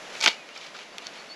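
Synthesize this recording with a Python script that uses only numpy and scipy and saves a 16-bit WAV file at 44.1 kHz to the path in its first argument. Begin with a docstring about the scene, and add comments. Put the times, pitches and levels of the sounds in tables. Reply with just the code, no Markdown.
"""A knife is pushed through a burnt pizza on a camping grill, close to the microphone, outdoors.
The crust crackles and snaps as filtered pulses and grains; the blade rasps and knocks on the ringing pan.
Light sawing, made of the same grains, and two crumb ticks follow.
Behind lie a steady hiss of coloured noise and small birds far off, whistled as gliding sines.
A faint steady noise of opposite sign in left and right lies under it all."""
import sys
import numpy as np
from scipy import signal
from scipy.fft import rfft, irfft
from scipy.io import wavfile

SR = 44100
rng = np.random.default_rng(int(sys.argv[2]) if len(sys.argv) > 2 else 0)


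def bounce(signal):
    """Save signal as a 16-bit WAV file at the path given by the first command-line argument."""
    frames = np.transpose(np.atleast_2d(signal))
    limited = np.clip(frames, -1, 1)
    pcm = np.round(limited * 32767).astype(np.int16)
    wavfile.write(sys.argv[1], SR, pcm)


N = 59535
T = np.arange(N) / SR

# Spectrum of the outdoor hiss. Each row: frequency [Hz], relative density [dB per Hz].
AIR_SPECTRUM = [(25, -16), (60, -28), (105, -23), (165, -5.5), (350, -1.5), (620, 3), (900, -1.5),
                (2300, -2), (3600, -7.5), (6500, -11), (10500, -13), (15000, -39)]
# Level of the hiss over time. Each row: time [s], level [dB].
AIR_LEVEL = [(0, -42.5), (0.2, -41), (0.42, -46.5), (0.75, -45.5), (0.92, -47), (1.02, -44.5), (1.2, -44),
             (1.35, -46.5)]
# Spectrum of the faint side noise. Each row: frequency [Hz], relative density [dB per Hz].
SIDE_NOISE_SPECTRUM = [(25, -3), (100, -8), (300, -6), (700, -13), (5000, -33), (10000, -9), (12500, 11),
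                       (14500, -16)]
SIDE_NOISE_DB = -68

# Level of the crumbling in the main cut. Each row: time [s], level [dB].
CUT_LEVEL = [(0.0, -52), (0.11, -49), (0.15, -42.5), (0.2, -43), (0.223, -36.5), (0.229, -23), (0.237, -31),
             (0.241, -18.5), (0.256, -26.5), (0.273, -33), (0.277, -15), (0.287, -27.5), (0.297, -29.5),
             (0.33, -39), (0.42, -55), (0.5, -54)]
# Light sawing strokes. Each row: start [s], length before the release [s], level [dB].
STROKES = [(0.543, 0.041, -45), (0.602, 0.072, -46.5), (0.741, 0.087, -47), (1.01, 0.067, -49.5),
           (1.12, 0.074, -50.5)]
STROKE_ATTACK_S, STROKE_RELEASE_S = 0.0095, 0.016
# Colour of the crumbling crust. Each row: frequency [Hz], relative level [dB].
CRUMBLE_COLOUR = [(120, -30), (250, -12), (700, -7), (1700, -2.5), (2400, 2.5), (3200, 4.5), (4800, 1.5),
                  (7200, 1.5), (10500, -4.5), (15000, -29)]
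GRAINS_PER_S, GRAIN_SPREAD_DB, GRAIN_PAN_DB = 5000, 3, -10
# Once the hard top has broken, the softer base crumbles more dully.
BREAK_S, DULLING_S, BASE_TOP_HZ, BASE_SHARE = 0.271, 0.0078, 5200, 0.54

# Rubs and catches of the blade. Each row: start [s], length [s], pitch [Hz], level [dB].
RASPS = [(0.151, 0.0077, 2240, -39), (0.163, 0.017, 2530, -44), (0.2627, 0.00425, 1474, -21),
         (0.264, 0.0057, 2400, -31), (0.2791, 0.0025, 2750, -22.5), (0.284, 0.0052, 4220, -22.5),
         (0.2845, 0.0034, 3100, -29.5), (0.488, .006, 2340, -45.5), (0.559, 0.011, 2230, -43.5),
         (0.574, 0.0055, 4850, -40), (0.625, 0.023, 3200, -50.5), (0.662, 0.0084, 4330, -45),
         (0.742, 0.02, 1440, -46), (0.762, 0.011, 2520, -46), (0.787, 0.0069, 2200, -42)]
# Colour of the rasping grit. Each row: frequency [Hz], relative level [dB].
GRIT_COLOUR = [(150, -24.5), (500, 2.5), (1600, 2), (2400, -2.5), (4800, -4.5), (7000, -13), (14000, -29)]
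RASP_Q, RASP_GRIT_DB = 9, -6  # grit level is relative to the rasp's tone

# Pulses of the crust snaps and crumb ticks, some overlapping in one snap or tick.
# Each row: time [s], peak [dB], pitch [Hz], drive into the pan relative to the peak [dB].
SNAPS = [(0.2057, -16.5, 4900, 4), (0.2118, -8, 5300, 4.5), (0.2251, -10, 3540, 3.5),
         (0.2285, -25, 5000, -1), (0.2308, -34, 4500, -3), (0.235, -17, 4000, 9), (0.2387, -13, 5500, 16.5),
         (0.2411, -19, 3200, 11), (0.2448, -11.5, 3300, 13), (0.2597, -15, 3120, -25),
         (0.2610, -3, 4740, 11), (0.2613, 0.5, 2900, 1.5), (0.263, -17.5, 1980, 0), (0.302, -16.5, 3080, 4),
         (0.3127, -21, 2780, -9), (0.983, -18.5, 3040, 0), (0.9831, -19.5, 7760, -20),
         (1.0688, -15.5, 4700, -22)]
CRACK_Q, SCATTER_DB, SCATTER_T60_S = 2.61, -7, 0.015

# Knocks of the blade onto the pan. Each row: time [s], clack peak [dB], pitch [Hz], push into the thud [dB].
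KNOCKS = [(0.2385, -16, 2430, -31), (0.2618, -19, 1460, -24), (0.2748, -3.5, 3130, -17),
          (0.2792, -2.5, 2650, -29.5)]
# Colour of the thud noise. Each row: frequency [Hz], relative level [dB].
THUD_COLOUR = [(100, -19), (160, -10), (220, -2), (450, 7), (650, -5), (950, 6), (1300, -7), (2500, -7),
               (6000, -16)]
THUD_T60_S, THUD_NOISE_DB, KNOCK_PAN_DB = 0.049, -8, -2
# Ringing modes of the pan and blade. Each row: frequency [Hz], level [dB], decay by 60 dB [s].
PAN_MODES = [(887.5, -34, 0.11), (1231, -36.5, 0.17), (1500, -31.5, .06), (1540, -38, 0.05),
             (2240, -41, 0.16), (2249.6, -25, 0.085), (2395, -27.5, .1), (2540, -61, 0.091),
             (2850, -38.5, 0.21), (2869, -35.5, 0.16), (3145, -34, 0.082), (3710, -48, 0.078),
             (4000, -61, 0.081), (4440, -35.5, 0.13)]
# Low modes of the grill under the pan. Each row: frequency [Hz], level [dB], decay by 60 dB [s].
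GRILL_MODES = [(203, -16, 0.062), (333, -8, 0.065), (435, -30, 0.14), (583, -10.5, 0.047),
               (680, -8.5, 0.059), (891, -12.5, 0.12), (950, -16, 0.073), (1430, -18, 0.068)]

# Calls of far birds. Each row: start [s], length [s], pitch [Hz], steady glide over the call [Hz],
# closing flick [Hz], level [dB].
CHIRPS = [(0.357, 0.094, 2607, -220, -3, -46.5), (0.493, 0.053, 2600, 356, 0, -49.5),
          (0.918, 0.025, 4550, -7, 0, -51), (1.038, 0.053, 4400, 53, 0, -43),
          (1.164, 0.065, 4310, 111, 350, -46.5), (1.288, 0.061, 4440, -73, 850, -38.5)]
FLICK_POWER = 5.5  # a high power holds the flick back until the end of the call

# The microphone: two close ports, a notch, a soft top and a steep end of the band.
PORTS_DIFFER_HZ, PORTS_DIFFER_DB = 6350, -21
MIC_NOTCH_HZ, MIC_NOTCH_Q, MIC_NOTCH_SHARE = 8730, 2.53, 0.83
MIC_TOP_HZ, MIC_EDGE_HZ, CUTOFF_HZ = 8070, 20000, 15700
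LEFT_RIGHT = np.array([[1], [-1]])  # opposite sign in the two channels


def from_db(db):
    """Decibels to gain."""
    return 10 ** (np.asarray(db) / 20)


def rms_one(x):
    """Scale to unit rms."""
    return x / np.sqrt(np.mean(x ** 2) + 1e-20)


def level(rows):
    """Gain over time, interpolated in dB between (s, dB) points."""
    times, db = np.transpose(rows)
    return from_db(np.interp(T, times, db))


def click(s):
    """A unit impulse at a time in seconds."""
    return (np.arange(N) == int(s * SR)) * 1.0


def dying(t60):
    """An exponential decay from time zero, falling 60 dB in t60 seconds."""
    return np.exp(-np.log(1000) * T / t60)


def through(x, response):
    """Play a sound through an impulse response."""
    return signal.fftconvolve(x, response)[:N]


def lowpass(order, hz):
    """Sections of a Butterworth low-pass."""
    return signal.butter(order, hz, fs=SR, output="sos")


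def colour(x, points):
    """Causal (minimum-phase) filter with a (Hz, dB) curve and unit power gain."""
    size = 4096
    hz, db = np.transpose(points)
    grid = np.maximum(np.arange(size // 2 + 1) * SR / size, 1)
    gain = from_db(np.interp(np.log(grid), np.log(hz), db))
    # Folding the cepstrum onto positive time gives minimum phase.
    cepstrum = irfft(np.log(gain))
    cepstrum[1:size // 2] *= 2
    cepstrum[size // 2 + 1:] = 0
    response = irfft(np.exp(rfft(cepstrum)))
    return through(x, response / np.linalg.norm(response))


def modes(drive, table):
    """Ring a table of decaying sine modes, alternating in polarity."""
    response = np.zeros(N)
    for k, (hz, db, t60) in enumerate(table):
        response += (-1) ** k * from_db(db) * dying(t60) * np.sin(2 * np.pi * hz * T)
    return through(drive, response)


def air():
    """Steady outdoor hiss: coloured noise with a slowly moving level, the same in both channels."""
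    return level(AIR_LEVEL) * colour(rng.standard_normal(N), AIR_SPECTRUM)


def side_noise():
    """Faint steady noise of opposite sign in left and right, strongest near 12.5 kHz."""
    side = from_db(SIDE_NOISE_DB) * colour(rng.standard_normal(N), SIDE_NOISE_SPECTRUM)
    return side * LEFT_RIGHT


def grains():
    """A dense random train of tiny fractures, a few much larger than the rest; rms 1."""
    sizes = from_db(GRAIN_SPREAD_DB * np.minimum(rng.exponential(1, N), 4))
    signs = rng.choice([-1, 1], N)
    happens = rng.random(N) < GRAINS_PER_S / SR
    return rms_one(sizes * signs * happens)


def pan(drive):
    """The pan and blade ring together."""
    return modes(drive, PAN_MODES)


def crumbling():
    """Thousands of tiny fractures under the blade, in the main cut and the sawing strokes."""
    effort = level(CUT_LEVEL)
    for s, length, db in STROKES:
        attack = np.clip((T - s) / STROKE_ATTACK_S, 0, 1)
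        release = np.exp(-np.maximum(T - s - length, 0) / STROKE_RELEASE_S)
        effort = effort + from_db(db) * attack * release
    drive = effort * grains()
    crisp = colour(drive, CRUMBLE_COLOUR)
    dull = signal.sosfiltfilt(lowpass(3, BASE_TOP_HZ), crisp)
    soft = BASE_SHARE * np.clip((T - BREAK_S) / DULLING_S, 0, 1)
    return crisp + soft * (dull - crisp) + from_db(GRAIN_PAN_DB) * pan(drive)


def rasps():
    """Short bursts of slips: grit plus one resonance of the rubbed spot."""
    out = np.zeros(N)
    for s, length, hz, db in RASPS:
        swell = np.sqrt(np.abs(np.sin(np.pi * np.clip((T - s) / length, 0, 1))))
        slips = grains() * swell
        tone = signal.lfilter(*signal.iirpeak(hz, RASP_Q, fs=SR), slips + 1e-18)
        grit = colour(slips, GRIT_COLOUR)
        burst = rms_one(tone) + from_db(RASP_GRIT_DB) * rms_one(grit)
        # The root turns rms over the whole scene into rms over the burst's own length.
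        out += from_db(db) * np.sqrt(length * SR / N) * burst
    return out


def crack(s, db, hz):
    """One sharp pulse of about two cycles: a band-passed click."""
    low = hz / (1 + 1 / CRACK_Q)
    high = min(hz * (1 + 1 / CRACK_Q), SR / 2 - 1)
    band = signal.butter(2, [low, high], "band", fs=SR, output="sos")
    pulse = signal.sosfilt(band, click(s) + 1e-18)
    return from_db(db) * pulse / np.abs(pulse).max()


def scatter(x):
    """Short, dense reflections from the grill bowl and the ground."""
    tail = rng.standard_normal(N) * dying(SCATTER_T60_S) * (T > .0005)
    return from_db(SCATTER_DB) * through(x, tail / np.linalg.norm(tail))


def snaps():
    """Snaps of the crust, some built from overlapping pulses; each pulse also drives the pan."""
    cracks = sum(crack(s, db, hz) for s, db, hz, _ in SNAPS)
    shakes = sum(from_db(db + drive_db) * click(s) for s, db, _, drive_db in SNAPS)
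    return cracks + scatter(cracks) + pan(shakes)


def knocks():
    """The blade lands: a clack, a dull thud of the grill and the ring of the pan."""
    clacks = sum(crack(s, db, hz) for s, db, hz, _ in KNOCKS)
    pushes = sum(from_db(push_db) * click(s) for s, _, _, push_db in KNOCKS)
    strikes = sum(from_db(db + KNOCK_PAN_DB) * click(s) for s, db, _, _ in KNOCKS)
    thud_noise = through(pushes, rng.standard_normal(N) * dying(THUD_T60_S))
    thuds = from_db(THUD_NOISE_DB) * colour(thud_noise, THUD_COLOUR) + modes(pushes, GRILL_MODES)
    return clacks + scatter(clacks) + thuds + pan(strikes)


def birds():
    """Thin far whistles that swell and glide; some flick upward at the end."""
    out = np.zeros(N)
    for s, length, hz, glide_hz, flick_hz, db in CHIRPS:
        u = np.clip((T - s) / length, 0, 1)  # progress through the call
        pitch = hz + glide_hz * u + flick_hz * u ** FLICK_POWER
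        whistle = np.sin(2 * np.pi * np.cumsum(pitch) / SR)
        out += from_db(db) * np.sin(np.pi * u) * whistle
    return out


def scene():
    """Every source is in the middle; a faint side noise is added with opposite sign in left and right."""
    cutting = crumbling() + rasps() + snaps() + knocks()
    return cutting + birds() + air() + side_noise()


def record(dry):
    """Two close ports that differ only in the treble, with a notch and a soft top; the band ends steeply."""
    treble = signal.butter(2, PORTS_DIFFER_HZ, "high", fs=SR, output="sos")
    slope = np.gradient(dry.mean(0))
    apart = from_db(PORTS_DIFFER_DB) * signal.sosfiltfilt(treble, slope)
    ports = dry + apart * LEFT_RIGHT
    notched = signal.lfilter(*signal.iirnotch(MIC_NOTCH_HZ, MIC_NOTCH_Q, fs=SR), ports)
    x = ports + MIC_NOTCH_SHARE * (notched - ports)
    for hz in (MIC_TOP_HZ, MIC_EDGE_HZ):
        x = signal.sosfilt(lowpass(2, hz), x)
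    band_end = signal.ellip(10, .1, 80, CUTOFF_HZ, fs=SR, output="sos")  # 0.1 dB ripple, 80 dB down
    return signal.sosfilt(band_end, x)


dry = scene()
out = record(dry)
bounce(out)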